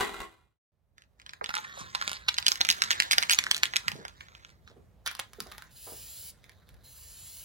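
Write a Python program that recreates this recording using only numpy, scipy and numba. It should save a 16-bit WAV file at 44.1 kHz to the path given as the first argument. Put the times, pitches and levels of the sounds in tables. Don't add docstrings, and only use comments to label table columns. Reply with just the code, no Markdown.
import sys
import numpy as np
from scipy import signal
from scipy.fft import rfft, irfft
from scipy.io import wavfile
from scipy.ndimage import map_coordinates
from numba import njit

SR = 44100
rng = np.random.default_rng(int(sys.argv[2]) if len(sys.argv) > 2 else 0)


def file_out(sig):
    cols = np.atleast_2d(sig).T
    lim = np.clip(cols, -1, 1)
    pcm = np.round(lim * 32767).astype(np.int16)
    wavfile.write(sys.argv[1], SR, pcm)


N = 328104
TIME_S = np.arange(N) / SR

# (time [s], relative level [dB], spot ring [Hz], tilt [dB/octave], hollow knock [dB],
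# first flight [s], relative level of first bounce [dB])
BALL_HITS = [(0.982, -37.5, 1725, -1, -17.5, 0.039, -41), (1.1994, -42, 2200, -2.5, -17.5, 0.018, -42.5),
             (1.264, -32, 3420, -2, -13, 0.03, -31.5), (1.335, -30.5, 2180, -2, -20, 0.0025, -54),
             (1.4431, -22, 2900, -3, -10.5, 0.018, -26.5), (1.4925, -20, 1395, -4.5, -4.5, 0.013, -27),
             (1.541, -20.5, 1687, -4, -14.5, 0.023, -30), (1.553, -20, 5000, 2.5, -19, 0.026, -30),
             (1.568, -21.5, 3000, -8.5, -15, 0.017, -29.5), (1.645, -38.5, 2000, -4, -5.5, 0.0033, -38),
             (1.95, -22.5, 3900, 2, -0.5, 0.004, -26.5), (2.0139, -25, 1480, -5, -10.5, 0.01, -25.5),
             (2.078, -21.5, 2150, 0, -8, 0.017, -26.5), (2.1164, -29, 1960, 4.5, -1.5, 0.015, -29.5),
             (2.2849, -16.5, 3660, -2, -18, 0.004, -15.5), (2.3429, -28.5, 5100, -1, -19.5, 0.025, -35.5),
             (2.3847, -16, 3840, -2.5, -11, 0.042, -31.5), (2.4659, -10, 3400, 1, -24.5, 0.005, -30),
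             (2.4826, -11.5, 4600, 3.5, -21, 0.0048, -24.5), (2.519, -16, 6100, 0, -21.5, 0.038, -28),
             (2.6082, -23, 1800, 4, -0.5, 0.042, -21.5), (2.6131, -13, 4400, -3, -14, 0.04, -29),
             (2.6898, -12.5, 3320, 1, -19.5, 0.0079, -31), (2.7019, -11.5, 3940, 3.5, -24.5, 0.0062, -26.5),
             (2.7124, -15.5, 3930, 4.5, -21.5, 0.013, -27), (2.8207, -13, 6000, -1, -19.5, 0.018, -22.5),
             (2.9071, -15.5, 2000, 1.5, -16, 0.0061, -15), (3.0018, -11, 2400, 0.5, -12, 0.021, -17.5),
             (3.112, -14, 2240, 0.5, -16.5, 0.019, -16.5), (3.1336, -15.5, 2500, 2, -14.5, 0.011, -29),
             (3.183, -8, 4000, -1.5, -10, 0.038, -30.5), (3.227, -16.5, 1580, -2, -21, 0.0076, -21.5),
             (3.297, -12.5, 2340, -1, -18, 0.011, -17), (3.3119, -16, 2600, 6.5, -19, 0.0033, -23),
             (3.3342, -18, 6740, 4.5, -17, 0.013, -24), (3.3886, -11, 2180, 2.5, -13.5, 0.051, -25),
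             (3.467, -24, 1900, -4.5, -14.5, 0.01, -41.5), (3.5131, -11, 3060, 1, -22.5, 0.033, -21.5),
             (3.566, -25.5, 2190, 5.5, -17, .0135, -30), (3.6337, -13, 2320, .5, -19, 0.022, -23.5),
             (3.737, -27.5, 1870, -3, -9.5, 0.0041, -36), (3.7601, -16.5, 2340, 3, -20, 0.0065, -15.5),
             (3.882, -17.5, 2100, -0.5, -9.5, 0.0048, -31), (3.918, -32, 2470, 1.5, 0, 0.046, -45),
             (4.052, -35, 2310, 2.5, 5, 0.03, -38), (4.2085, -33.5, 2950, -7.5, -14, 0.077, -45),
             (4.3509, -43.5, 2600, -3.5, -13.5, 0.098, -42.5), (4.6768, -45, 2950, -3, -16.5, 0.038, -58),
             (5.0627, -16.5, 3420, -2, -18.5, 0.013, -17), (5.1134, -29.5, 1630, -1, -9.5, 0.038, -30),
             (5.1934, -27, 2185, 1.5, 4, 0.0041, -20.5), (5.334, -38.5, 1710, 1, -1, 0.0075, -60),
             (5.404, -22.5, 5000, 3.5, -8.5, 0.066, -42), (5.5172, -34.5, 1700, -0.5, -3, 0.0043, -34.5),
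             (5.5816, -32.5, 1800, -0.5, -3.5, 0.041, -36.5), (6.442, -42, 2130, -2, -14, 0.053, -39.5),
             (6.691, -47.5, 2500, 2, -15, 0.052, -54)]
# (frequency [Hz], level [dB])
CLACK_SPECTRUM = [(200, -27.5), (550, -20.5), (900, -8.5), (1600, 1.5), (2600, -2.5), (3900, 1),
                  (6300, -3.5), (8000, -8.5), (10000, -10), (15000, -19)]
# (frequency [Hz], level [dB], t60 [s])
WALL_MODES = [(1697, -3, 0.072), (2380, -15, 0.043), (2340, 16.5, 0.019), (2563, -6, 0.09),
              (3260, -29, .03), (3600, 2, 0.039), (4350, 9.5, 0.012), (4824, 16.5, 0.012), (4700, 3, 0.031),
              (5950, -9, 0.0069), (8100, -18, .02)]
# (frequency [Hz], level [dB], t60 [s])
FLEX_MODES = [(433, -18, 0.011), (860, 0.5, 0.012), (1150, -5.5, 0.015), (1368, 4, 0.0096)]
# (time [s], level [dB], centre [Hz], length [s], top treble [dB])
BALL_SKIDS = [(1.78, -46.5, 6160, 0.04, -33.5), (2.133, -47, 4430, 0.051, -51),
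              (2.283, -23.5, 3590, 0.012, -40.5), (2.376, -37.5, 3850, .012, -26),
              (2.909, -30, 2820, 0.028, -18.5), (3.114, -22.5, 3180, 0.015, -10),
              (3.305, -23.5, 2776, 0.04, -8.5), (5.063, -25, 3170, 0.019, -44),
              (5.175, -51, 2487, 0.0191, -37)]
# (frequency [Hz], level [dB])
SLOSH_SPECTRUM = [(250, -4.5), (550, -5), (1000, 0.5), (1800, 5), (2800, -10.5), (3800, 1.5), (5000, -9),
                  (6800, -6.5), (9000, -18), (15000, -20)]
# (time [s], relative level [dB])
SWIRL_LEVELS = [(.75, -91), (1.38, -81.5), (1.58, -45.5), (1.7, -51), (1.8, -43), (1.91, -54.5),
                (2.05, -43.5), (2.24, -57.5), (2.9, -42.5), (3.8, -52.5), (3.93, -55), (4.17, -63),
                (4.5, -63), (4.6, -78), (5.02, -80), (5.55, -50.5), (5.75, -64), (6.8, -65.5)]
# (time [s], relative level [dB], start pitch [Hz], end pitch [Hz], glide [s])
PAINT_GULPS = [(1.4117, -29.5, 1850, 419, 0.0028), (1.772, -44.5, 1300, 490, 0.0033),
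               (1.805, -54, 493, 108, 0.0048), (3.862, -53, 255, 103, .006),
               (3.925, -52.5, 267, 121, 0.0091), (5.384, -43, 620, 272, 0.0055),
               (5.408, -52.5, 330, 140, 0.0066), (5.437, -65, 300, 120, .01)]
# (time [s], lowest resonance [Hz], ring gain [dB])
POCKET_TRACK = [(1.42, 1050, -3), (1.51, 915, 6), (1.59, 882, 11.5), (1.64, 1155, 15), (1.85, 1074, 5),
                (2.1, 1080, 4), (2.6, 780, -8.5), (3.0, 1080, -8), (3.181, 904, 2), (3.6, 1063, -12),
                (3.9, 900, -4), (5.1, 1093, -5), (5.3, 923, -7), (5.479, 680, 15), (5.65, 1024, 2)]
# (ratio to lowest [-], level [dB])
GAS_MODES = [(1, -0.5), (1.599, -7), (2.9, -19.5)]
# (frequency [Hz], gain [dB])
FACING_EQ = [(1000, -6.5), (7000, -4), (11000, 5), (15000, 4)]
# (frequency [Hz], left phase lead [rad])
SIDE_PHASE = [(100, -1.5), (450, -2.5), (1400, -2.5), (2200, -5), (4000, -8.5), (5200, -10), (6500, -13.5),
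              (8000, -15.5), (10700, -16), (16000, -24.5)]
# (frequency [Hz], left phase lead [rad])
FRONT_PHASE = [(0, 0), (3800, 0), (6200, -1), (7500, -2), (8600, -3.1), (13400, -9.4), (16000, -12.8)]
# (start [s], end [s], full flow [dB], initial shortfall [dB], build-up [s], whistle [dB])
PRESSES = [(5.7, 5.75, -54, -3, 0.02, -75), (5.75, 6.303, -44.5, -4, 0.06, -62),
           (6.832, 7.6, -44, -10.5, 0.26, -60)]
# (frequency [Hz], level [dB])
JET_SPECTRUM = [(300, -24), (1200, -21.5), (2300, -13), (3000, -8.5), (4900, -5), (5900, -7.5), (7300, -.5),
                (10500, -1), (13000, -1.5), (15500, -1)]
# (time [s], bounce delay [s], jet gain [dB])
JET_SWEEP = [(5.7, 0.002, -2), (5.85, 0.0019, 0.5), (5.97, 0.0017, 0), (6.12, 0.0015, 0),
             (6.28, 0.0013, 0.5), (6.83, 0.0019, -0.5), (7.1, .0017, -0.5), (7.44, 0.0013, 0)]
# (frequency [Hz], width [Hz], level re flow [dB])
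NOZZLE_MODES = [(4050, 300, -23), (2950, 300, -23), (4900, 350, -24), (7200, 450, -17), (11200, 500, -19)]
# (frequency [Hz], level [dB])
STAND_SPECTRUM = [(25, -22), (48, 4.5), (85, -13.5), (140, -7), (240, 1), (400, -2.5), (580, -2),
                  (1060, -2), (1900, -7.5), (2700, -14), (3800, -7), (5400, -20), (7500, -15.5),
                  (15000, -25)]
# (frequency [Hz], level [dB], t60 [s])
FRAME_MODES = [(328, -1, .2), (405, -10, .16), (470, -7, .12), (742, -8, .1), (1032, -1, .08),
               (1084, 0, .1), (1369, -6, .12), (1550, -5, .08), (1750, -4, .07), (1890, -1, .1),
               (1975, -1, .2), (2120, -4, .06), (2420, -5, .08), (2900, -6, .06), (3140, -5, .08),
               (3460, -6, .08), (4200, -7, .06)]
# (time [s], relative level [dB])
CASTER_JOLTS = [(0.008, -26), (0.143, -43.5), (0.204, -30.5)]
# (time [s], relative level [dB], centre [Hz], length [s])
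SHOE_THUDS = [(1.813, -56.5, 126, 0.031), (3.377, -65, 260, 0.32), (3.953, -47.5, 360, 0.0097),
              (3.983, -51.5, 330, 0.023), (4.699, -60, 482, 0.015), (4.762, -56, 300, 0.014),
              (5.46, -50, 605, 0.011), (5.865, -49.5, 643, 0.019), (5.917, -52, 500, 0.013),
              (6.687, -58.5, 79, 0.044)]
# (frequency [Hz], level [dB])
RUMBLE_SPECTRUM = [(22, -30.5), (35, -23), (52, 0), (100, -4), (170, -11), (280, -22.5), (600, -21.5),
                   (1400, -33.5), (4000, -42.5), (8000, -48), (15000, -45)]

CARRY_START_S, CARRY_LENGTH_S = 4.655, 0.53
VALVE_OPEN_S, VALVE_SHUT_S = 0.015, 0.007
FADE_OUT_END_S, FADE_IN_START_S, FADE_IN_END_S = 0.59, 0.72, 2


def shaken_can(ground_delay_s=0.0052, ground_db=-12, heave=0.087, yard_db=-14):
    can = clacks() + skids() + ticks() + spatter() + slosh()
    can = can + gas_pocket(can) + gulps()
    bounce_s = ground_delay_s * (1 + heave * walk(8))
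    can = can + undb(ground_db) * delayed(can, bounce_s)
    front = np.clip((TIME_S - CARRY_START_S) / CARRY_LENGTH_S, 0, 1)
    at_side = shape(can * (1 - front), [(hz, -db / 2) for hz, db in FACING_EQ])
    in_front = shape(can * front, FACING_EQ)
    direct = place(at_side, SIDE_PHASE, left_db=-2.5) + place(in_front, FRONT_PHASE, left_db=-3)
    return swing(direct, 1 - front) + undb(yard_db) * echo(can, t60_s=0.19, top_hz=5400)


def clacks(restitution=0.45, loss_db=-11.5, wander_octaves=0.43, bounces=4, gain_db=-1):
    out = np.zeros(N)
    for at_s, db, spot_hz, tilt_db, knock_db, flight_s, bounce_db in BALL_HITS:
        hit = clack(spot_hz, tilt_db, knock_db)
        start_s = at_s - len(hit) / 2 / SR
        add(out, start_s, undb(db) * hit)
        for hop, wander in enumerate(rng.standard_normal(bounces)):
            start_s += flight_s * restitution ** hop
            bounce = clack(spot_hz * 2 ** (wander_octaves * wander), tilt_db, knock_db + loss_db)
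            add(out, start_s, undb(bounce_db + hop * loss_db) * bounce)
    return out * undb(gain_db)


def clack(spot_hz, tilt_db, knock_db, spot_db=7, spot_octaves=0.28, rush_rise_s=0.0028, size=2048):
    t, hz = np.arange(size) / SR, np.fft.rfftfreq(size, 1 / SR)
    peak_db = spot_db * np.exp(-0.5 * (np.log2((hz + 1) / spot_hz) / spot_octaves) ** 2)
    slope_db = tilt_db * np.log2(np.clip(hz, 900, 8500) / 3000)
    snap = unit(impulse(colour_db(CLACK_SPECTRUM, hz) + peak_db + slope_db + 2 * ripple_db(hz)))
    fine_ticks = rng.standard_normal(size) ** 3 * decay(t, t60_s=0.009)
    shudder = unit(signal.fftconvolve(snap, fine_ticks)[:size])
    splash = unit(shape(rng.standard_normal(size) ** 3, CLACK_SPECTRUM) * decay(t, t60_s=0.033))
    wall = unit(ring(WALL_MODES, t, spread_db=5, detune=0.05))
    knock = unit(ring(FLEX_MODES, t, spread_db=2, detune=0.05))
    hit = snap + undb(knock_db) * knock + undb(-4) * shudder + undb(-22) * splash + undb(-18) * wall
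    rush = unit(shape(rng.standard_normal(size), CLACK_SPECTRUM) * np.exp(-t[::-1] / rush_rise_s))
    scale = np.sqrt(0.00097 * SR / size)
    return np.concatenate([undb(-16.5) * rush, hit]) * scale


def skids(bounce_hz=230, skirt_db=-15):
    out = np.zeros(N)
    for at_s, db, hz, length_s, top_db in BALL_SKIDS:
        t = np.arange(int(length_s * SR)) / SR
        bounces = rng.standard_normal(len(t)) * np.exp(-4 * (t * bounce_hz % 1))
        spectrum = [(200, -35), (hz / 3, skirt_db), (hz, 0), (hz * 2, top_db / 2), (16000, top_db)]
        chatter = unit(shape(bounces, spectrum))
        add(out, at_s, undb(db) * chatter * signal.windows.tukey(len(t), 0.5))
    return out


def ticks(gain_db=-12):
    spectrum = [(500, -10.5), (1500, -2), (4000, 1), (7000, -2.5), (15000, -19.5)]
    taps = unit(shape(grains(rate_hz=450, spread_db=3), spectrum))
    return taps * gain_curve(SWIRL_LEVELS) * undb(gain_db) * (TIME_S < CARRY_START_S)


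def spatter(gain_db=-36, lag_s=0.0096):
    spectrum = [(500, -14), (2000, -6), (6000, -6.5), (10000, 2.5), (15000, 2)]
    drops = unit(shape(grains(rate_hz=600, spread_db=3.5), spectrum))
    return drops * sum(undb(db + gain_db) * surge(at_s + lag_s, rise_s=0.00371, fall_s=0.035)
                       for at_s, db, *_ in BALL_HITS)


def slosh(wave_db=-47, wave_db_per_db=0.22, gain_db=-2):
    fizz = shape(grains(rate_hz=3000, spread_db=2), SLOSH_SPECTRUM)
    fizz = shimmer(fizz, depth_db=4.5, rate_hz=40)
    waves = sum(undb(wave_db + wave_db_per_db * db) * surge(at_s, rise_s=0.0074, fall_s=0.03)
                for at_s, db, *_ in BALL_HITS)
    return fizz * np.hypot(gain_curve(SWIRL_LEVELS), waves) * undb(gain_db)


def gas_pocket(drive, q=24.0, wobble_octaves=0.058):
    at_s, lowest_hz, ring_db = np.transpose(POCKET_TRACK)
    pitch_hz = np.interp(TIME_S, at_s, lowest_hz) * 2 ** (wobble_octaves * walk(25))
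    rings = sum(undb(db) * bandpass(drive, pitch_hz * ratio, q) for ratio, db in GAS_MODES)
    return rings * undb(np.interp(TIME_S, at_s, ring_db))


def gulps(peak_cycles=2.28, froth_db=-7):
    out, t = np.zeros(N), np.arange(SR // 8) / SR
    for at_s, db, start_hz, end_hz, glide_s in PAINT_GULPS:
        hz = end_hz + (start_hz - end_hz) * np.exp(-t / glide_s)
        cycles = np.cumsum(hz) / SR
        tone = 2 * np.sin(2 * np.pi * cycles)
        swell = cycles / peak_cycles * np.exp(1 - cycles / peak_cycles)
        spectrum = [(end_hz / 2.5, -10.5), (end_hz, 0), (start_hz, -2), (start_hz * 1.7, -24), (15000, -55)]
        froth = unit(shape(rng.standard_normal(len(t)), spectrum))
        add(out, at_s, undb(db) * (tone + undb(froth_db) * froth) * swell)
    return out


def swing(pair, depth, lag_s=0.00008):
    shift_s = lag_s * depth * walk(10) / 2
    return np.array([map_coordinates(x, [(TIME_S + sign * shift_s) * SR], order=3)
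                     for x, sign in zip(pair, (1, -1))])


def spray(flutter_db=1, yard_db=-12, gain_db=-2):
    at_s, delay_s, sweep_db = np.transpose(JET_SWEEP)
    hiss = shape(rng.standard_normal(N), JET_SPECTRUM)
    hiss = shimmer(hiss, depth_db=2, rate_hz=9, bands_per_octave=5)
    jet = hiss * flow() * undb(flutter_db * walk(40) + np.interp(TIME_S, at_s, sweep_db) + gain_db)
    late = delayed(jet, np.interp(TIME_S, at_s, delay_s))
    bounce = shape(late, [(1000, -8), (4000, -4), (7000, -6), (11000, -9)])
    direct = place(jet + bounce, FRONT_PHASE, left_db=-0.3)
    return direct + undb(yard_db) * echo(jet, t60_s=0.3, top_hz=3540)


def nozzle_whistle(waver_db=3.5):
    steady = sum(hiss_band(hz, width_hz) * undb(db + waver_db * walk(8))
                 for hz, width_hz, db in NOZZLE_MODES)
    onsets = sum(undb(db) * valve(start_s, end_s) * surge(start_s, VALVE_OPEN_S, fall_s=0.09)
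                 for start_s, end_s, *_, db in PRESSES)
    whistle = hiss_band(*NOZZLE_MODES[0][:2]) * onsets
    return place(steady * flow() + whistle, FRONT_PHASE, left_db=-0.5)


def flow():
    out = np.zeros(N)
    for start_s, end_s, full_db, shortfall_db, build_s, _ in PRESSES:
        age_s = np.maximum(TIME_S - start_s, 0)
        out += valve(start_s, end_s) * undb(full_db + shortfall_db * np.exp(-age_s / build_s))
    return out


def valve(start_s, end_s):
    opening = np.clip((TIME_S - start_s) / VALVE_OPEN_S, 0, 1)
    return opening * np.exp(-np.maximum(TIME_S - end_s, 0) / VALVE_SHUT_S)


def engine_stand(roll_db=-32.5, slowing_db_per_s=-67, jolt_t60_s=0.11, garage_db=-3, gain_db=-2):
    knocks = grains(rate_hz=1200, spread_db=1)
    jolts = sum(undb(db) * surge(at_s, rise_s=0.0058, fall_s=jolt_t60_s / np.log(1000))
                for at_s, db in CASTER_JOLTS)
    force = (undb(roll_db + slowing_db_per_s * TIME_S) + jolts) * (TIME_S < FADE_OUT_END_S)
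    modes = ring(FRAME_MODES, np.arange(SR // 3) / SR, spread_db=0, detune=0)
    frame = signal.fftconvolve(knocks * force, modes / np.linalg.norm(modes))[:N]
    rolling = unit(shape(knocks, STAND_SPECTRUM)) * force
    direct = undb(-3) * (rolling + frame)
    return (direct + undb(garage_db) * echo(direct, t60_s=0.19, top_hz=9100)) * undb(gain_db)


def shoe_thuds(skirt_db=-20, yard_db=-5):
    out, t = np.zeros(N), np.arange(SR // 2) / SR
    for at_s, db, hz, length_s in SHOE_THUDS:
        spectrum = [(hz / 6, skirt_db), (hz / 2, 0), (hz * 1.3, 0), (hz * 4, skirt_db), (16000, -55)]
        bump = unit(shape(rng.standard_normal(len(t)), spectrum))
        age = 2 * t / length_s
        add(out, at_s, undb(db) * bump * age * np.exp(1 - age))
    direct = out * undb([[-2], [2]])
    return direct + undb(yard_db) * echo(out, t60_s=0.31, top_hz=2910)


def outdoor_rumble(level_db=-60.5, side_db=-6, left_db=-2.5):
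    mid = shape(rng.standard_normal(N), RUMBLE_SPECTRUM)
    mid = shimmer(mid, depth_db=1.8, rate_hz=9, bands_per_octave=1, lowest_hz=16)
    side = unit(shape(rng.standard_normal(N), RUMBLE_SPECTRUM))
    sign = np.array([[1], [-1]])
    return (mid + undb(side_db) * side * sign) * undb(level_db + sign * left_db / 2)


def fade(entry_gain=0.13):
    fade_out = np.clip(1 - TIME_S / FADE_OUT_END_S, 0, 1)
    fade_in = np.interp(TIME_S, [FADE_IN_START_S, FADE_IN_END_S], [entry_gain, 1], left=0)
    return fade_out + fade_in


def place(x, phases, left_db):
    lead_rad = np.interp(np.fft.rfftfreq(N, 1 / SR), *np.transpose(phases))
    left = np.exp(0.5j * lead_rad) * undb(left_db / 2)
    return irfft(rfft(x) * np.array([left, 1 / left]), N)


def echo(x, t60_s, top_hz):
    t = np.arange(SR // 2) / SR
    tail = rng.standard_normal((2, len(t))) * decay(t, t60_s) * (1 - np.exp(-t / 0.00018))
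    tail = signal.lfilter(*signal.butter(1, top_hz, fs=SR), tail)
    return signal.fftconvolve(x[None], unit(tail) / np.sqrt(len(t)), axes=1)[:, :N]


def ring(modes, t, spread_db, detune):
    hz, db, t60_s = np.transpose(modes)[:, :, None]
    size = undb(db + spread_db * rng.standard_normal(hz.shape))
    hz = hz * (1 + detune * rng.standard_normal(hz.shape))
    return np.sum(size * decay(t, t60_s) * np.sin(2 * np.pi * (hz * t + rng.random(hz.shape))), axis=0)


def hiss_band(hz, width_hz, drift=0.018):
    lowpass = signal.butter(2, width_hz / 2, fs=SR, output="sos")
    wobble = unit(signal.sosfilt(lowpass, rng.standard_normal(N)))
    centre_hz = hz * (1 + drift * walk(5))
    return unit(wobble * np.sin(2 * np.pi * np.cumsum(centre_hz) / SR))


@njit
def bandpass(x, hz, q):
    y, band_state, low_state = np.empty(len(x)), 0., 0.
    for i in range(len(x)):
        g = np.tan(np.pi * hz[i] / SR)
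        band = (band_state + g * (x[i] - low_state)) / (1 + g * (g + 1 / q))
        band_state = 2 * band - band_state
        low_state += 2 * g * band
        y[i] = band / q
    return y


def shimmer(x, depth_db, rate_hz, bands_per_octave=3, lowest_hz=128):
    spectrum, octave = rfft(x), np.log2(np.fft.rfftfreq(N, 1 / SR) + 1)
    out = np.zeros(N)
    for centre in np.arange(np.log2(lowest_hz), 14.4, 1 / bands_per_octave):
        band = np.clip(1 - bands_per_octave * np.abs(octave - centre), 0, 1)
        out += irfft(spectrum * band, N) * undb(depth_db * walk(rate_hz))
    return unit(out)


def grains(rate_hz, spread_db):
    size = undb(spread_db * np.minimum(rng.exponential(size=N), 4))
    return unit((rng.random(N) < rate_hz / SR) * size * rng.standard_normal(N))


def impulse(db):
    cepstrum = irfft(np.log(undb(db)))
    half = len(cepstrum) // 2
    cepstrum[1:half] *= 2
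    cepstrum[half + 1:] = 0
    return irfft(np.exp(rfft(cepstrum)))


def shape(x, spectrum):
    n = x.shape[-1]
    return irfft(rfft(x) * undb(colour_db(spectrum, np.fft.rfftfreq(n, 1 / SR))), n)


def colour_db(spectrum, hz):
    at_hz, db = np.transpose(spectrum)
    return np.interp(np.log(hz + 1), np.log(at_hz), db)


def ripple_db(hz, count=40):
    log_hz = np.linspace(np.log(200), np.log(SR / 2), count)
    return np.interp(np.log(hz + 1), log_hz, rng.standard_normal(count))


def surge(peak_s, rise_s, fall_s):
    out = np.zeros(N)
    near = slice(*np.searchsorted(TIME_S, [peak_s - 10 * rise_s, peak_s + 10 * fall_s]))
    age_s = TIME_S[near] - peak_s
    out[near] = np.exp(-np.maximum(-age_s / rise_s, age_s / fall_s))
    return out


def walk(rate_hz):
    points = rng.standard_normal(int(N / SR * rate_hz) + 2)
    return np.interp(TIME_S * rate_hz, np.arange(len(points)), points)


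def gain_curve(rows):
    return undb(np.interp(TIME_S, *np.transpose(rows)))


def decay(t, t60_s):
    return np.exp(-np.log(1000) * t / t60_s)


def delayed(x, delay_s):
    return np.interp(TIME_S - delay_s, TIME_S, x)


def add(track, at_s, sound):
    start = max(int(at_s * SR), 0)
    track[start:start + len(sound)] += sound[:N - start]


def undb(db):
    return 10 ** (np.asarray(db) / 20)


def unit(x):
    return x / np.sqrt(np.mean(x ** 2) + 1e-20)


def scene():
    mix = engine_stand() + shaken_can() + shoe_thuds() + spray() + nozzle_whistle() + outdoor_rumble()
    return mix * fade()


def record(dry, ceiling=0.95, top_hz=15900):
    lowpass = signal.ellip(8, 0.1, 60, top_hz, fs=SR, output="sos")
    return signal.sosfiltfilt(lowpass, np.clip(dry, -ceiling, ceiling))


dry = scene()
out = record(dry)
file_out(out)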